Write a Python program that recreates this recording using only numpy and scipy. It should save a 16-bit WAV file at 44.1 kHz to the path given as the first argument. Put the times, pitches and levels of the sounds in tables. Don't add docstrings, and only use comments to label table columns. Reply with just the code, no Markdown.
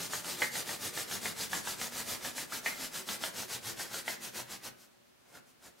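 import sys
import numpy as np
from scipy import signal
from scipy.fft import rfft, irfft, next_fast_len
from scipy.io import wavfile
from scipy.ndimage import uniform_filter1d, map_coordinates

SR = 44100
rng = np.random.default_rng(int(sys.argv[2]) if len(sys.argv) > 2 else 0)


def to_wav(s):
    ch = np.atleast_2d(s).T
    pcm = np.round(np.clip(ch, -1, 1) * 32767)
    wavfile.write(sys.argv[1], SR, pcm.astype(np.int16))


N = 255780


def rubbing(start_phase=0.344, asymmetry=-0.037, jitter_strokes=0.02, drag_half_s=0.035):
    # t/s, rate/(strokes/s)
    stroke_pace = [(0, 7.254), (1.3, 7.109), (3.6, 7.026), (4.6, 7.215)]
    # t/s, relative level/dB
    effort = [(0, -39.5), (.3, -38.5), (1.9, -38.3), (2.8, -40), (3.25, -39.5), (4.1, -41), (4.25, -43.5),
              (4.38, -41), (4.69, -45), (4.76, -77)]
    # t/s, scrape gain/dB
    pressure = [(0, -2.5), (.4, -2), (1, -1.5), (1.7, -2), (2.3, -1), (3.3, -2), (4.3, -1), (4.8, -0.5)]
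    # t/s, stickiness (power of speed), creep left at the turns/dB
    grip = [(0, 1.1, -11), (1.9, 1.74, -13), (2.4, 3.7, -15.5), (3.9, 1.6, -14.5), (4.6, 5.8, -18.5)]
    # t/s, relative level/dB
    drags = [(.365, -44.5), (1.205, -50), (2.05, -48), (2.765, -47), (3.89, -50)]
    # f/Hz, level/dB
    flesh = [(25, -38), (60, -10.5), (110, -3.5), (190, 0.5), (300, -2), (650, -1), (1000, -4.5),
             (1700, -2), (3000, -6.5), (6000, -11), (15000, -51.5)]
    pace_hz, = curves(stroke_pace)
    effort_db, = curves(effort)
    pressure_db, = curves(pressure)
    stickiness, creep_db = curves(grip)
    phase = start_phase + np.cumsum(pace_hz) / SR
    phase = phase + asymmetry * np.sin(np.pi * phase) + jitter_strokes * wobble(20)
    speed = np.abs(np.sin(np.pi * phase))
    creep = amp(creep_db + wobble(pace_hz.mean()))
    drag_s, drag_db = np.transpose(drags)
    drag = swells(drag_s, drag_half_s) @ amp(drag_db)

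    def envelope(rise_power, fall_power):
        drive = speed ** np.where(phase % 1 < 0.5, rise_power, fall_power)
        return np.hypot(amp(effort_db) * (creep + (1 - creep) * drive), drag)

    hiss_gain = envelope(stickiness, fall_power=1.68)
    scrape_gain = amp(pressure_db) * envelope(stickiness / 2, fall_power=0.93)
    return hiss_gain * hiss(speed, gain_db=-1) + scrape_gain * scrape(speed, flesh, gain_db=-5.5)


def hiss(speed, gain_db, waver_db=0.75):
    # f/Hz, level/dB
    skin = [(200, -12.5), (1000, -7.5), (2500, -6.5), (4000, -1), (6700, -0.5), (9000, -3), (12500, -5.5),
            (15500, -10)]
    fine_slips = slips(rate_hz=16000 + 20000 * speed, scatter_db=1.5)
    fine = shifting_gaps(coloured(fine_slips, skin), depth_db=1.5)
    return amp(gain_db + waver_db * wobble(35)) * fine


def scrape(speed, spectrum, gain_db):
    coarse_slips = slips(rate_hz=2200 + 3500 * speed, scatter_db=2.0)
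    return amp(gain_db) * shifting_gaps(coloured(coarse_slips, spectrum), depth_db=0.84)


def slips(rate_hz, scatter_db):
    released = rng.random(N) < rate_hz / SR
    return unit(released * rng.standard_normal(N) * amp(scatter_db * rng.standard_normal(N)))


def shifting_gaps(x, depth_db):
    frames = signal.stft(x, nperseg=512)[2]
    ripple = uniform_filter1d(rng.standard_normal(frames.shape), size=5, axis=0)
    ripple = uniform_filter1d(ripple, size=9, axis=1)
    return signal.istft(frames * amp(depth_db * unit(ripple)), nperseg=512)[1][:N]


def air_pops(open_t60_s=0.0076, sealed_t60_s=0.063, flutter=0.1, snap_ratio=1.954):
    # t/s, relative level/dB, resonance f/Hz, seal (0-1)
    pockets = [(0.134, -23.5, 1430, 0.4), (0.2452, -32.5, 1420, .2), (.4193, -15, 1995, 0.92),
               (0.5553, -26, 1880, .25), (0.6919, -25.5, 1750, 0.33), (.9755, -24, 1790, 0.25),
               (1.113, -28, 1500, 0.08), (1.2566, -22.5, 2080, 0.6), (1.5316, -20, 1853, 0.65),
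               (1.6732, -25, 1580, 0.43), (1.815, -24, 1980, .2), (2.248, -28.5, 1650, 0.6),
               (2.381, -28.5, 2070, 0.55), (2.5225, -27.5, 1470, 0.8), (2.6604, -19, 2045, 1),
               (3.089, -25, 1810, 0.03), (3.2378, -21, 1720, 0.07), (3.796, -33.5, 1770, 0.93),
               (3.943, -28, 1540, 0.5), (4.0792, -22.5, 1985, 0.87), (4.392, -34, 1020, 0.3)]
    # f/Hz, level/dB
    puff_spectrum = [(30, -44), (120, -23), (350, -2.5), (750, 10.5), (1600, 2.5), (3200, 4.5),
                     (6000, -20.5), (15000, -60)]
    out = np.zeros(N + SR)
    puff = impulse(puff_spectrum)
    t = np.arange(len(puff)) / SR
    attack = 1 - np.exp(-t / 0.00023)
    for start_s, level_db, hz, seal in pockets:
        drift = map_coordinates(rng.standard_normal(64), [np.linspace(0, 60, len(t))])
        angle = 2 * np.pi * np.cumsum(hz * (1 + flutter * drift)) / SR
        ring_t60_s = open_t60_s * (sealed_t60_s / open_t60_s) ** seal
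        ring = decay(t, start_db=-4.5, t60_s=ring_t60_s) * np.sin(angle)
        snap = decay(t, start_db=2.5 - 28 * seal, t60_s=0.008) * np.sin(snap_ratio * angle)
        rush = coloured(rng.standard_normal(len(t)), puff_spectrum)
        leak = decay(t, start_db=-11, t60_s=0.028) * rush
        pop = amp(-6) * puff + attack * (ring + snap + leak)
        out[round(start_s * SR):][:len(t)] += amp(level_db) * pop
    return out[:N]


def gap_whistles(half_width_hz=220):
    # t/s, half length/s, f/Hz, level/dB
    whistles = [(0.147, 0.023, 6630, -42.5), (.445, .02, 8700, -51), (1.412, 0.015, 4870, -45),
                (2.96, .028, 6470, -57)]
    out = np.zeros(N)
    for centre_s, half_s, hz, level_db in whistles:
        band = filtered(rng.standard_normal(N), lambda f: 1 / (1 + ((f - hz) / half_width_hz) ** 2))
        out += amp(level_db) * swells(centre_s, half_s)[:, 0] * unit(band)
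    return out


def brushing():
    # t/s, half length/s, relative level/dB, scrape gain from pressure/dB
    brushes = [(4.82, 0.052, -61.5, -4), (5.3, .045, -70, 3), (5.364, 0.032, -58.5, 4.5),
               (5.494, .04, -68.5, -8), (5.661, .04, -56.5, -.5), (5.81, .04, -65, -8)]
    # f/Hz, level/dB
    cheek = [(40, -17), (120, -5), (220, -1.5), (450, -4.5), (700, -0.5), (1000, -8), (1400, -3),
             (2700, -12), (6000, -24), (15000, -40)]
    centre_s, half_s, level_db, pressure_db = np.transpose(brushes)
    passes = swells(centre_s, half_s)
    speed = passes.max(axis=1)
    hiss_gain = passes @ amp(level_db)
    scrape_gain = passes @ amp(level_db + pressure_db)
    return hiss_gain * hiss(speed, gain_db=-2) + scrape_gain * scrape(speed, cheek, gain_db=-4)


def early_echoes(x, cutoff_hz=5000):
    # delay/s, gain/dB
    echoes = [(.0032, -22), (.0078, -9), (.0121, -7.5), (0.0217, -10.5)]
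    return filtered(x, lambda hz: sum(amp(db) * np.exp(-2j * np.pi * hz * s) for s, db in echoes)
                    / (1 + 1j * hz / cutoff_hz))


def reverb(x, positions=12):
    # f/Hz, T60/s
    room_t60 = [(120, 0.34), (500, 0.7), (2000, 0.43), (6000, 0.22), (15000, 0.31)]
    # f/Hz, level/dB
    room_colour = [(60, 1.5), (240, 3), (600, -3), (2000, -2), (6000, -3), (15000, -4.5)]
    out = np.zeros((2, N))
    for k in range(positions):
        hz, t, noise = signal.stft(rng.standard_normal((2, SR // 2)), SR, nperseg=256)
        fade = decay(t, along(room_colour, hz)[:, None], along(room_t60, hz)[:, None])
        scatter = (1 + decay(t, start_db=10, t60_s=0.019)) * (t > 0)
        tail = diffuse(signal.istft(noise * fade * scatter, SR, nperseg=256)[1])
        tail /= np.linalg.norm(tail[0])
        crossfade = np.maximum(1 - np.abs(np.linspace(0, positions - 1, N) - k), 0)
        out += signal.oaconvolve((x * crossfade)[None], tail, axes=1)[:, :N]
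    return out


def standing_waves(x):
    # f/Hz, width/Hz, gain/dB
    modes = [(120, 10, -2), (238.5, 6, 4.5), (360.8, 9, 6), (577, 16, 3.5)]
    return filtered(x, lambda f: 1 + sum(amp(db) * 1j * f * width / (hz ** 2 - f ** 2 + 1j * f * width)
                                         for hz, width, db in modes))


def diffuse(pair):
    # f/Hz, left-right correlation
    correlation = [(40, 0.12), (200, -0.12), (380, -0.44), (700, -0.49), (1800, 0.24), (4000, -0.055),
                   (8000, 0.0051), (14000, 0.66)]
    angle = lambda hz: np.arccos(np.clip(along(correlation, hz), -1, 1)) / 2
    mid, side = filtered(pair, lambda hz: np.array([np.cos(angle(hz)), np.sin(angle(hz))]))
    return np.array([mid + side, mid - side])


def room_tone(gain_db):
    # f/Hz, level/dB
    air = [(15, -44), (25, -16), (240, -1), (495, -5), (582, -3.5), (970, -6.5), (4620, -13),
           (15500, -22.5)]
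    return amp(gain_db) * coloured(diffuse(rng.standard_normal((2, N))), air)


def amp(db):
    return 10 ** (np.asarray(db) / 20)


def unit(x):
    return x / np.sqrt(np.mean(x ** 2) + 1e-20)


def decay(t, start_db, t60_s):
    return amp(start_db - 60 * t / t60_s)


def along(points, hz):
    f, values = np.transpose(points)
    return np.interp(np.log(hz + 1), np.log(f + 1), values)


def curves(rows):
    times_s, *columns = np.transpose(rows)
    return [np.interp(np.arange(N) / SR, times_s, column) for column in columns]


def swells(centre_s, half_s):
    return np.exp(-((np.arange(N)[:, None] / SR - centre_s) / half_s) ** 2)


def wobble(rate_hz):
    knots = rng.standard_normal(int(N * rate_hz / SR) + 4)
    return map_coordinates(knots, [np.arange(N) * rate_hz / SR])


def filtered(x, response):
    n = x.shape[-1]
    size = next_fast_len(n + SR // 4)
    return irfft(rfft(x, size) * response(np.fft.rfftfreq(size, 1 / SR)), size)[..., :n]


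def coloured(x, spectrum):
    return unit(filtered(x, lambda hz: amp(along(spectrum, hz))))


def impulse(spectrum, size=4096):
    magnitude = amp(along(spectrum, np.fft.rfftfreq(size, 1 / SR)))
    cepstrum = irfft(np.log(magnitude))
    pulse = irfft(np.exp(rfft(2 * cepstrum[:size // 2], size)))
    return pulse / np.abs(pulse).max()


def scene():
    skin = rubbing() + gap_whistles() + brushing()
    pops = air_pops()
    balance_db = [[0.2], [-0.2]]
    direct = (skin + pops + early_echoes(pops)) * amp(balance_db)
    room = reverb(amp(-4.5) * skin + amp(-3) * pops) + room_tone(gain_db=-65)
    return direct + standing_waves(room)


def record(dry):
    return filtered(dry, lambda hz: hz < 15800)


dry = scene()
out = record(dry)
to_wav(out)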